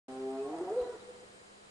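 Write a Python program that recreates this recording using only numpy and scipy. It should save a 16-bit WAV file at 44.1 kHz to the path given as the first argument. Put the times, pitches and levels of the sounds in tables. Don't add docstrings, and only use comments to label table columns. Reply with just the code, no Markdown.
import sys
import numpy as np
from scipy import signal
from scipy.fft import rfft, irfft
from scipy.io import wavfile

SR = 44100
rng = np.random.default_rng(int(sys.argv[2]) if len(sys.argv) > 2 else 0)


def store_pcm(level_fs):
    pcm = np.round(np.clip(level_fs, -1, 1) * 32767).astype(np.int16)
    wavfile.write(sys.argv[1], SR, np.atleast_2d(pcm).T)


N = 74970
TIME = np.arange(N) / SR
FREQS = np.fft.rfftfreq(N, 1 / SR)
START_S, JITTER_WIDTH_HZ = .082, 71.6


def amp(db):
    return 10 ** (np.asarray(db) / 20)


def unit(x):
    return x / np.sqrt(np.mean(x ** 2) + 1e-20)


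def curve(points):
    return np.interp(TIME, *np.transpose(points))


def colour(points, hz):
    f, value = np.transpose(points)
    return np.interp(np.log(hz + 1), np.log(f + 1), value)


def noise(gain):
    return unit(irfft(rfft(rng.standard_normal(N)) * gain, N))


def band(hz, width_hz):
    return noise(1 / (1 + ((FREQS - hz) / (width_hz / 2)) ** 2))


def swell(start_s, length_s):
    return np.sin(np.pi * np.clip((TIME - start_s) / length_s, 0, 1))


def hyena():
    # time_s, pitch_hz
    glide = [(.08, 130.2), (.24, 132.2), (.35, 133.5), (.44, 137.1), (.5, 151.6), (.56, 162.2),
             (.62, 175.6), (.68, 190.6), (.73, 217.7), (.772, 248.7), (.805, 252.6), (.85, 241.8),
             (.9, 245.8), (.95, 242.7)]
    # time_s, depth (0-1)
    roughness = [(.08, 0.04), (.43, 0), (.52, 0.45), (.66, 0.42), (.77, 0.17), (.84, 0.36), (.95, 0.37)]
    # time_s, level_db
    second = [(.08, -47), (.27, -48), (.35, -44), (.42, -51), (.54, -41.5), (.585, -47), (.615, -32.5),
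              (.65, -45), (.69, -46.5), (.72, -33), (.75, -40.5), (.775, -28.5), (.815, -32), (.865, -60.5),
              (.905, -43.5), (.96, -82)]
    third = [(.08, -50.5), (.145, -50), (.21, -40.5), (.28, -37.5), (.325, -42.5), (.355, -48), (.39, -38),
             (.425, -34.5), (.48, -49), (.51, -49.5), (.6, -55.5), (.68, -55), (.71, -47.5), (.8, -68.5),
             (.96, -69)]
    fourth = [(.08, -56), (.16, -53.5), (.2, -58), (.34, -56.5), (.41, -67), (.48, -51.5), (.55, -62.5),
              (.585, -45), (.62, -56.5), (.66, -51), (.7, -59), (.73, -57), (.8, -60.5), (.84, -53),
              (.88, -67), (.93, -55), (.96, -80)]
    # time_s, gain_db
    overtone_gain = [(.08, -54), (.17, -51), (.28, -54.5), (.36, -46.5), (.42, -65.5), (.48, -54.5),
                     (.54, -55), (.63, -49.5), (.7, -50), (.77, -53), (.83, -45.5), (.9, -43.5), (.96, -53)]
    jitter, flutter_width_hz, release_s, fundamental_db = .05, 106, .056, -68
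    rough, pitch_hz = curve(roughness), curve(glide)
    jittered_hz = pitch_hz * (1 + jitter * rough * band(0, JITTER_WIDTH_HZ))
    phase = 2 * np.pi * np.cumsum(jittered_hz) / SR
    end_s = glide[-1][0] + release_s
    gate = np.sqrt(2) * np.clip((end_s - TIME) / release_s, 0, 1) * (TIME > START_S)
    levels_db = [fundamental_db, curve(second), curve(third), curve(fourth)]
    low = sum(amp(db) * np.sin(k * phase + 2 * np.pi * rng.random()) for k, db in enumerate(levels_db, 1))
    high = overtones(pitch_hz, phase, rough, flutter_width_hz) * amp(curve(overtone_gain))
    flutter = rough * band(0, flutter_width_hz)
    return gate * low * (1 + .29 * flutter), gate * (high * (1 + flutter) + hoarseness(phase))


def overtones(pitch_hz, phase, rough, flutter_width_hz):
    # freq_hz, gain_db
    throat_shut = [(660, -2), (790, -1), (920, -10.5), (1060, -8), (1190, -11), (1330, -13), (1480, -16),
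                   (1700, -18), (2600, -32.5), (4000, -42)]
    throat_open = [(700, 8.5), (830, -7), (950, -0.5), (1090, -12), (1230, -8), (1490, -17.5), (1680, -15),
                   (2000, -13.5), (2600, -40), (4000, -52)]
    opening_start_s, opening_length_s, odd_fade_hz = .38, .076, (178, 240)
    mouth = np.clip((TIME - opening_start_s) / opening_length_s, 0, 1)
    odd_gain = np.interp(pitch_hz, odd_fade_hz, [1, .2])
    total = np.zeros(N)
    for k in range(5, 22):
        hz = k * pitch_hz
        throat_db = (1.5 - mouth) * colour(throat_shut, hz) + mouth * colour(throat_open, hz)
        angle = k * phase + 2 * np.pi * rng.random()
        partial = np.sin(angle) + rough * band(0, flutter_width_hz) * np.cos(angle)
        total += amp(throat_db) * (odd_gain if k % 2 else 1) * partial
    return total


def hoarseness(phase):
    # time_s, level_db
    envelope = [(.08, -90), (.42, -80), (.53, -55), (.68, -54.5), (.8, -51), (.9, -54.5), (.96, -70)]
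    # freq_hz, gain_db
    spectrum = [(100, -27), (180, -23), (250, -26.5), (340, -1.5), (430, 9.5), (540, -7), (720, -5.5),
                (950, -14), (1350, -12), (1750, -32.5), (4000, -43)]
    puffs = rng.standard_normal(N) * (1 + np.cos(phase))
    return amp(curve(envelope)) * unit(irfft(rfft(puffs) * amp(colour(spectrum, FREQS)), N))


def voice_rings():
    # start_s, pitch_hz, waver_hz, length_s, level_db
    rings = [(0.415, 1084, 8, 0.11, -54.5), (0.514, 708, 22.9, 0.0453, -43),
             (0.536, 945, 31.5, 0.093, -52.5), (0.66, 711.7, 22, 0.062, -40.5),
             (0.843, 1461, 72, 0.13, -63)]
    total = np.zeros(N)
    for start_s, pitch_hz, waver_hz, length_s, level_db in rings:
        phase = 2 * np.pi * np.cumsum(pitch_hz + waver_hz * band(0, JITTER_WIDTH_HZ)) / SR
        total += amp(level_db) * swell(start_s, length_s) * np.sqrt(2) * np.sin(phase)
    return total


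def echoes(voice):
    # freq_hz, t60_s
    decay = [(200, 3.1), (450, 1.597), (900, 2.6), (2000, 0.79), (6000, 0.65)]
    taps_per_s, delay_s, early_db, early_s = 2000, .02, 11.5, .14
    flutter_depth, flutter_width_hz, stereo_width = .33, 49.6, .19
    taps = rng.standard_normal((2, N)) * (rng.random((2, N)) < taps_per_s / SR) * (TIME > delay_s)
    taps *= 1 + amp(early_db) * np.exp(-TIME / early_s)
    hz, age_s, spectra = signal.stft(taps, SR, nperseg=256)
    spectra *= amp(-60 * age_s / colour(decay, hz)[:, None])
    responses = signal.istft(spectra, SR, nperseg=256)[1][:, :N]
    responses /= np.linalg.norm(responses, axis=1, keepdims=True)
    late_share = np.clip(TIME / early_s - 1, 0, 1)
    returns = []
    for response in responses:
        early = signal.fftconvolve(voice, response * (1 - late_share))[:N]
        late = signal.fftconvolve(voice, response * late_share)[:N]
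        returns.append(early + late * unit(1 + flutter_depth * band(0, flutter_width_hz)))
    mid, side = returns
    return np.array([mid + stereo_width * side, mid - stereo_width * side])


def chirp(start_s, pitch_hz, width_hz, length_s, level_db):
    return amp(level_db) * np.sqrt(abs(swell(start_s, length_s))) * band(pitch_hz, width_hz)


def insects():
    # pitch_hz, width_hz, level_db
    trills = [(3114, 200, -76.5), (4014, 790, -72), (4880, 160, -75), (7096, 210, -73), (8470, 200, -73.5)]
    # start_s, level_db
    chirps = [(.11, -62.5), (0.269, -65), (.415, -66.5), (0.566, -67.5), (.72, -68), (0.871, -69),
              (.95, -84), (1.031, -68), (1.09, -76), (1.19, -74), (1.33, -69.5), (1.41, -73), (1.5, -76),
              (1.63, -74)]
    # start_s, pitch_hz, width_hz, length_s, level_db
    rasps = [(0.367, 2560, 90, 0.083, -65), (0.738, 9030, 350, 0.071, -70),
             (0.781, 4020, 400, 0.051, -62.5), (0.822, 4000, 295, 0.069, -65.5),
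             (0.889, 3850, 298, 0.023, -70), (0.992, 3880, 250, 0.036, -65.5)]
    ears = []
    for _ in range(2):
        chorus = sum(amp(db) * band(hz, width_hz) for hz, width_hz, db in trills)
        cricket = sum(chirp(s, pitch_hz=8385, width_hz=200, length_s=.068, level_db=db) for s, db in chirps)
        ears.append(chorus + cricket + sum(chirp(*row) for row in rasps))
    return np.array(ears)


def knock(start_s, level_db, decay_s, spectrum):
    age = np.maximum(TIME - start_s, 0) / decay_s
    envelope = np.minimum(age / .21, 1) * np.exp(-age)
    return amp(level_db) * envelope * noise(amp(colour(spectrum, FREQS)))


def ticks():
    # start_s, level_db, decay_s
    bursts = [(.5855, -43, .0015), (1.082, -65, 0.025)]
    # freq_hz, gain_db
    spectrum = [(500, -25), (1800, -14), (2700, -3), (4000, -10), (5500, -1), (8000, -5), (10000, 1)]
    return np.array([sum(knock(*row, spectrum) for row in bursts) for _ in range(2)])


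def bump():
    # freq_hz, gain_db
    spectrum = [(25, 8), (80, 12.5), (170, -13), (600, -10), (1400, -12), (2500, -16.5), (8000, -28.5)]
    return knock(start_s=.812, level_db=-42, decay_s=.0081, spectrum=spectrum)


def night_air():
    # freq_hz, gain_db
    spectrum = [(25, -15), (60, -12), (150, -9), (260, -12.5), (420, -6), (600, -9.5), (900, -14),
                (1700, -16.5), (3000, -20.5), (4500, -23), (6000, -23.5), (7800, -23.5), (8700, -24),
                (9600, -28.5), (11000, -30.5)]
    # time_s, gain_db
    fade = [(.1, 5.5), (.9, 5.6), (1.3, 3.65), (1.7, 2.5)]
    # freq_hz, correlation
    likeness = [(40, 1), (200, 0.26), (500, -0.28), (1000, -0.64), (2000, -0.52), (4000, -0.12),
                (8000, 0.55), (11000, -0.29)]
    hiss_base_db, hum_hz, hum_db = -59.5, 204, -69
    correlation = np.clip(colour(likeness, FREQS), -1, 1)
    mid, side = rfft(rng.standard_normal((2, N))) * amp(colour(spectrum, FREQS))
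    side *= np.sqrt((1 - correlation) / (1 + correlation + .00084))
    hiss = unit(irfft(np.array([mid + side, mid - side]), N))
    hum = unit(np.sin(2 * np.pi * hum_hz * TIME) * (1 + .2 * band(0, width_hz=6.8)))
    return amp(hiss_base_db + curve(fade)) * hiss + amp(hum_db) * hum


def scene():
    low_send_db, high_send_db, balance_db = -11.5, -4, [[-.25], [.25]]
    low, high = hyena()
    low += voice_rings()
    whoop = low + high + echoes(amp(low_send_db) * low + amp(high_send_db) * high)
    return whoop * amp(balance_db) + ticks() + bump() + night_air() + insects()


def record(dry):
    cutoff_hz = 11150
    opened = dry * np.clip((TIME - START_S) / .002, 0, 1)
    lowpass = signal.firwin(1023, cutoff_hz, window=("kaiser", 9), fs=SR)
    return signal.oaconvolve(opened, lowpass[None], "same")


dry = scene()
out = record(dry)
store_pcm(out)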